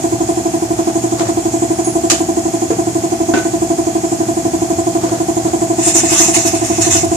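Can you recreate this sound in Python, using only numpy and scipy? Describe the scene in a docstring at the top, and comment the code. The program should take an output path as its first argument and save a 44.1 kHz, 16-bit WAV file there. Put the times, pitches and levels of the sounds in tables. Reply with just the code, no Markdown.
"""Workshop air compressor

A piston compressor pumps twelve times a second. On each stroke its reed valve, a thin springy flap,
flutters in a short honk that the walls throw back. Intake air hisses over the motor's hum and rumble.
Metal parts are knocked and slid now and then; near the end air is blown in uneven spurts."""
import sys
import numpy as np
from scipy import signal
from scipy.fft import rfft, irfft
from scipy.io import wavfile
from scipy.ndimage import uniform_filter1d

SR = 44100
rng = np.random.default_rng(int(sys.argv[2]) if len(sys.argv) > 2 else 0)


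def store_pcm(level_fs):
    """Save levels as 16-bit WAV."""
    pcm = np.round(np.clip(level_fs, -1, 1) * 32767).astype(np.int16)
    wavfile.write(sys.argv[1], SR, np.atleast_2d(pcm).T)


N = 315756
TIME = np.arange(N) / SR
FREQ = np.fft.rfftfreq(N, 1 / SR)
STROKE_HZ, BELT_HZ, FIRST_STROKE_S = 12.0104, 5.72, .0358


# The tones in the reed's flutter: multiple of its pitch, level/dB
REED_TONES = [(1, -10.3), (2, -14.2), (3, -29)]
# How hard the reed slaps: t/s, overtone boost/dB
REED_SLAP = [(0, 0.5), (1, -.5), (4.3, -0.8), (5.2, 1.1), (7.16, 0.9)]
def valve(slap_s=0.0053, wobble_s=0.00019, pitch_scatter=0.0044, scatter_db=0.59):
    """Each stroke lifts the reed; it flutters, sinking in pitch as the flow dies."""
    open_s, rise_s, fall_s, start_hz, end_hz = .0283, .0037, .0113, 362.2, 302.7
    stroke = np.floor((TIME - FIRST_STROKE_S) * STROKE_HZ + .5).astype(int)
    pitch_luck, level_luck = rng.standard_normal((stroke[-1] + 1, 2))[stroke].T
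    due = FIRST_STROKE_S + stroke / STROKE_HZ
    # the uneven drive belt makes strokes come a hair early and late
    age = np.clip(TIME - due - wobble_s * np.cos(2 * np.pi * BELT_HZ * due), 0, open_s)
    lift = np.minimum(age / rise_s, 1) * np.minimum((open_s - age) / fall_s, 1)
    cycles = age * (start_hz + (end_hz - start_hz) * age / (2 * open_s))
    cycles *= 1 + pitch_scatter * pitch_luck
    # overtones build up only as the reed starts to slap its seat
    slap = amp(np.interp(TIME, *np.transpose(REED_SLAP))) * np.minimum(age / slap_s, 1)
    flutter = sum(amp(db) * (slap if k > 1 else 1) * np.sin(2 * np.pi * k * cycles)
                  for k, db in REED_TONES)
    return lift * flutter * amp(scatter_db * level_luck)


# The direct sound and its echoes: left delay/ms, right delay/ms, level/dB
ECHO_PATHS = [(.42, 0, 0), (1.26, .97, .7), (4.03, 3.63, -10.4), (5.15, 5.29, -12.3), (14.67, 15.4, -8.1),
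              (15.94, 16.16, -12.5), (25.51, 25.99, -12.9), (27.94, 27.96, -9.4), (33.71, 33.55, -13.4),
              (53.23, 53.37, -15.4)]
def honk(pan_db=-0.45, rasp_db=-18, ring_db=-9, pipe_hz=677, pipe_width_hz=26):
    """The valve echoes off the walls; its flutter and swirling air keep the intake pipe ringing."""
    reed = valve()
    pipe = resonance(pipe_hz, pipe_width_hz)
    echoes = sum(amp(db) * np.exp(-2j * np.pi * FREQ * np.array([[left], [right]]) / 1000)
                 for left, right, db in ECHO_PATHS)
    rasp = shape(np.abs(reed) * diffuse(alike_hz=1500), pipe ** 2)
    tone = shape(reed, echoes * (1 + amp(ring_db) * pipe)) * amp([[pan_db], [-pan_db]])
    return tone + amp(rasp_db) * tone.std() * unit(rasp)


def spurt(start_s, rise_s, hold_s, db, fall_db_per_s=128):
    """One spurt of air opens evenly, holds, then dies as the pressure bleeds away."""
    age = TIME - start_s
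    opening = np.clip(age / rise_s, 0, 1)
    return opening * amp(db - fall_db_per_s * np.maximum(age - rise_s - hold_s, 0))


# Spurts of air: t/s, rise/s, hold/s, level/dB
AIR_SPURTS = [(5.767, 0.1, .02, -16.5), (5.934, 0.018, 0.025, -14.2), (6.025, .125, .09, -11),
              (6.328, 0.016, 0.022, -13.7), (6.448, 0.014, .015, -18), (6.543, .01, 0.0046, -22.5),
              (6.596, 0.06, 0.17, -24), (6.799, 0.019, .01, -14.5), (6.898, 0.013, 0.041, -15),
              (7.09, .04, .03, -29)]
# The tone of the jet's hiss: f/Hz, relative level/dB
JET_SPECTRUM = [(300, -22), (900, 5), (1200, -4), (1600, 4), (2300, 3.5), (2550, 9), (2900, 0),
                (4500, -1.5), (6000, 3.5), (9000, 2), (11500, -0.5), (14000, -3)]
def jet(level_db=-3, sputter_db=1.1, ring_db=30, ring_width_hz=55):
    """Air hisses in spurts over a metal tool and makes it sing faintly."""
    flow = np.sqrt(sum(spurt(*row) ** 2 for row in AIR_SPURTS))
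    metal = 1 + sum(amp(ring_db + db) * resonance(hz, ring_width_hz) for hz, db, _ in TOOL)
    hiss = shape(diffuse(), colour(JET_SPECTRUM) * metal)
    hiss = flicker(clutter(hiss, echo_db=-1.0), depth_db=2.5, rate=28)
    return unit(hiss) * flow * amp(level_db + sputter_db * walk(70))


def draught(level_db=-29, hz=98, width_hz=24, start_s=6.33, rise_s=0.37):
    """Blown air makes a low flutter on the microphone."""
    flutter = unit(shape(diffuse(), np.exp(-((FREQ - hz) / width_hz) ** 2)))
    return flutter * amp(level_db) * np.clip((TIME - start_s) / rise_s, 0, 1)


# The ringing tones of four things: f/Hz, level/dB, time to fade by 60 dB/s
TOOL = [(1203, -23.5, 0.22), (2710, -38, 0.27), (3010, -29, 0.36), (5200, -38, .38), (6160, -46, 0.27),
        (6540, -46, .3), (6900, -38, .22), (8160, -38, .25), (11170, -24, 0.23)]
CASING = [(249, -19, .16), (294, -7, 0.088), (385, -16, 0.21), (702, -14.5, 0.12), (944, -26, .2),
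          (1494, -26, 0.4), (1527, -23.5, 0.25), (2680, -40, 0.34), (3200, -44, .15)]
BLOCK = [(205, -26, .15), (435, -12.5, 0.12), (470, -17.5, 0.17)]
PIN = [(6580, -35, 0.24), (9916, -22, 0.4)]
# Knocks: t/s, thing, ring level/dB, clatter level/dB, clatter brightness/Hz, clatter fade time/s
KNOCKS = [(1.194, TOOL, -18, -25, 2500, 0.11), (1.845, PIN, 2, -38, 9100, .1),
          (2.099, TOOL, 3, -12, 5520, 0.28), (2.704, BLOCK, 4.5, -25, 550, 0.35),
          (3.337, CASING, 5, -14.5, 680, 0.29), (3.373, CASING, -6, -22, 700, 0.32)]
def knocks(contact_s=0.001, rattle_db=1.5, low_hz=170, crack_db=-2, crack_s=.005):
    """Each knock gives a brief crack, a rattle dying in the room, and the ring of the thing struck."""
    out = np.zeros((2, N))
    age = TIME[:SR]
    bass_cut = FREQ ** 2 / (FREQ ** 2 + low_hz ** 2)
    for s, thing, ring_db, clatter_db, bright_hz, fade_s in KNOCKS:
        ring = sum(amp(db - 60 * age / ring_s)
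                   * np.sin(2 * np.pi * hz * age + rng.uniform(-1, 1, (2, 1)))
                   for hz, db, ring_s in thing)
        tone = bass_cut / (1 + 1j * FREQ / bright_hz) / (1 + 1j * FREQ / (4 * bright_hz))
        rattle = unit(clutter(shape(diffuse(), tone))) * amp(rattle_db * walk(300))
        crack = 1 + amp(crack_db) * np.exp(-age / crack_s)
        clatter = rattle[:, :SR] * amp(clatter_db - 60 * age / fade_s) * crack
        start = int(s * SR)
        out[:, start:start + SR] += (amp(ring_db) * ring + clatter) * (1 - np.exp(-age / contact_s))
    return out


# Slides, timed at their loudest point: t/s, length/s, level/dB
SLIDES = [(0.806, 0.073, -33), (0.897, 0.052, -34), (1.208, 0.1, -28.5), (1.276, .12, -30.5),
          (5.078, 0.24, -28.5), (5.48, 0.2, -34)]
# The tone of the scraping: f/Hz, relative level/dB
SCRAPE_SPECTRUM = [(150, -50), (520, 5), (800, 0), (1300, -3.5), (2500, -15.5), (6000, -19.5), (14000, -46)]
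def scuffs(grain_db=3):
    """Things slid over the floor make short, gritty scrapes."""
    push = sum(amp(db) * np.exp(-(2 * (TIME - s) / length) ** 2) for s, length, db in SLIDES)
    return unit(shape(diffuse(), colour(SCRAPE_SPECTRUM))) * push * amp(grain_db * walk(200))


def throb(depth_db, peak_s=0.048):
    """A gain that swells with every turn of the crank."""
    return amp(depth_db * np.cos(2 * np.pi * STROKE_HZ * (TIME - peak_s)))


# The hiss of air drawn in: f/Hz, level/dB
INTAKE_SPECTRUM = [(1000, -84), (2200, -79.5), (4000, -85.5), (5500, -89), (7000, -74), (8000, -74.5),
                   (9500, -81), (14000, -80)]
def intake():
    """Air is sucked in with a hiss that swells on each stroke."""
    return flicker(air(INTAKE_SPECTRUM), depth_db=2.5, rate=18) * throb(depth_db=3.5)


# The motor's rumble: f/Hz, level/dB
RUMBLE_SPECTRUM = [(20, -93), (38, -91), (65, -61), (105, -51), (150, -52.5), (270, -50.5), (400, -59.5),
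                   (550, -67), (760, -50.5), (900, -65), (1200, -69), (2000, -73), (3700, -82.5),
                   (14000, -80)]
# Motor and bearing tones: f/Hz, level/dB
MOTOR_TONES = [(119.8, -34), (107.9, -44.5), (72.7, -43.5), (6665, -56)]
def motor(waver_db=2, waver_rad=.6, pan_db=-0.5):
    """The motor and its bearings hum, wavering a little, over a throbbing rumble."""
    rumble = air(RUMBLE_SPECTRUM) * throb(depth_db=1.2)
    hum = sum(amp(db + waver_db * walk(6)) * np.sin(2 * np.pi * hz * TIME + waver_rad * walk(9.9))
              for hz, db in MOTOR_TONES)
    return (rumble + np.sqrt(2) * hum) * amp([[pan_db], [-pan_db]])


# Steady background hiss, with a narrow dip near 3750 Hz: f/Hz, level/dB
BACKGROUND_SPECTRUM = [(300, -84), (2000, -76.5), (3450, -78), (3750, -83.5), (4050, -80.5), (4600, -77.5),
                       (5300, -77), (7000, -81.5), (9000, -77), (11500, -73), (14000, -75)]
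def background_hiss():
    """A steady hiss lies behind everything."""
    return air(BACKGROUND_SPECTRUM)


def amp(db):
    """Turn decibels into a gain."""
    return 10 ** (np.asarray(db) / 20)


def unit(x):
    """Scale to an average (rms) level of 1."""
    return x / np.sqrt(np.mean(x ** 2))


def shape(x, response):
    """Filter a sound, giving each frequency its own gain."""
    return irfft(rfft(x) * response, N)


def colour(points):
    """Gain at every frequency from a few (Hz, dB) points."""
    hz, db = np.transpose(points)
    return amp(np.interp(np.log(FREQ + 1), np.log(hz), db))


def walk(rate):
    """A smooth random wander of about 1, turning `rate` times a second."""
    count = max(int(SR / rate), 2)
    steps = np.repeat(rng.standard_normal(N // count + 1), count)
    return uniform_filter1d(steps, count)[:N] * np.sqrt(1.5)


def diffuse(alike_hz=900, likeness=0.87):
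    """White noise from all round: left and right share only its low notes."""
    share = likeness * np.sinc(FREQ / alike_hz)
    mid, side = (shape(rng.standard_normal(N), np.sqrt((1 + sign * share) / 2)) for sign in (1, -1))
    return np.array([mid + side, mid - side])


def air(points):
    """Noise from all round; the points give the level in each 1 Hz slice."""
    return shape(diffuse(), colour(points) * np.sqrt(SR / 2))


def resonance(hz, width_hz):
    """A filter that rings at one frequency, where its gain is 1."""
    return 1 / (1 + 2j * (FREQ - hz) / width_hz)


def clutter(x, echo_db=-5, span_s=.012, count=12):
    """Add many small echoes off tools and benches, different on the left and right."""
    taps = np.zeros((2, SR // 10))
    taps[:, 0] = 1
    for side in taps:
        delays = 1 + (rng.uniform(0, span_s, count) * SR).astype(int)
        side[delays] += amp(echo_db) * rng.choice([-1, 1], count) / np.sqrt(count)
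    return signal.fftconvolve(x, taps, axes=1)[:, :N] / np.sqrt(1 + amp(echo_db) ** 2)


def flicker(x, depth_db, rate, count=14):
    """Swirling air makes each band of frequencies swell and fade on its own."""
    spectrum = rfft(x)
    place = np.interp(np.log(FREQ + 1), np.log([1000, 14000]), [0, count - 1])
    bands = (irfft(spectrum * np.maximum(1 - np.abs(place - k), 0), N) for k in range(count))
    return sum(band * amp(depth_db * walk(rate)) for band in bands)


def scene():
    """The compressor, the spurts of air and the handled parts, in stereo."""
    honks, suction, hum = honk(), intake(), motor()
    hiss = clutter(suction + background_hiss())
    return honks + hum + hiss + jet() + draught() + scuffs() + knocks()


def record(dry, left_hz=7500, right_hz=6850, left_q=3.87, right_q=6.36, ceiling=.86, top_hz=14100):
    """Each microphone opening is a tiny ringing hollow that lifts the treble."""
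    hollows = np.array([1 / (1 - (FREQ / hz) ** 2 + 1j * FREQ / hz / q)
                        for hz, q in ((left_hz, left_q), (right_hz, right_q))])
    heard = shape(dry, hollows)
    rounded = heard / (1 + (heard / ceiling) ** 8) ** (1 / 8)  # soften the loudest peaks
    top_cut = signal.ellip(10, .2, 70, top_hz, fs=SR, output="sos")
    return signal.sosfilt(top_cut, rounded)


dry = scene()
out = record(dry)
store_pcm(out)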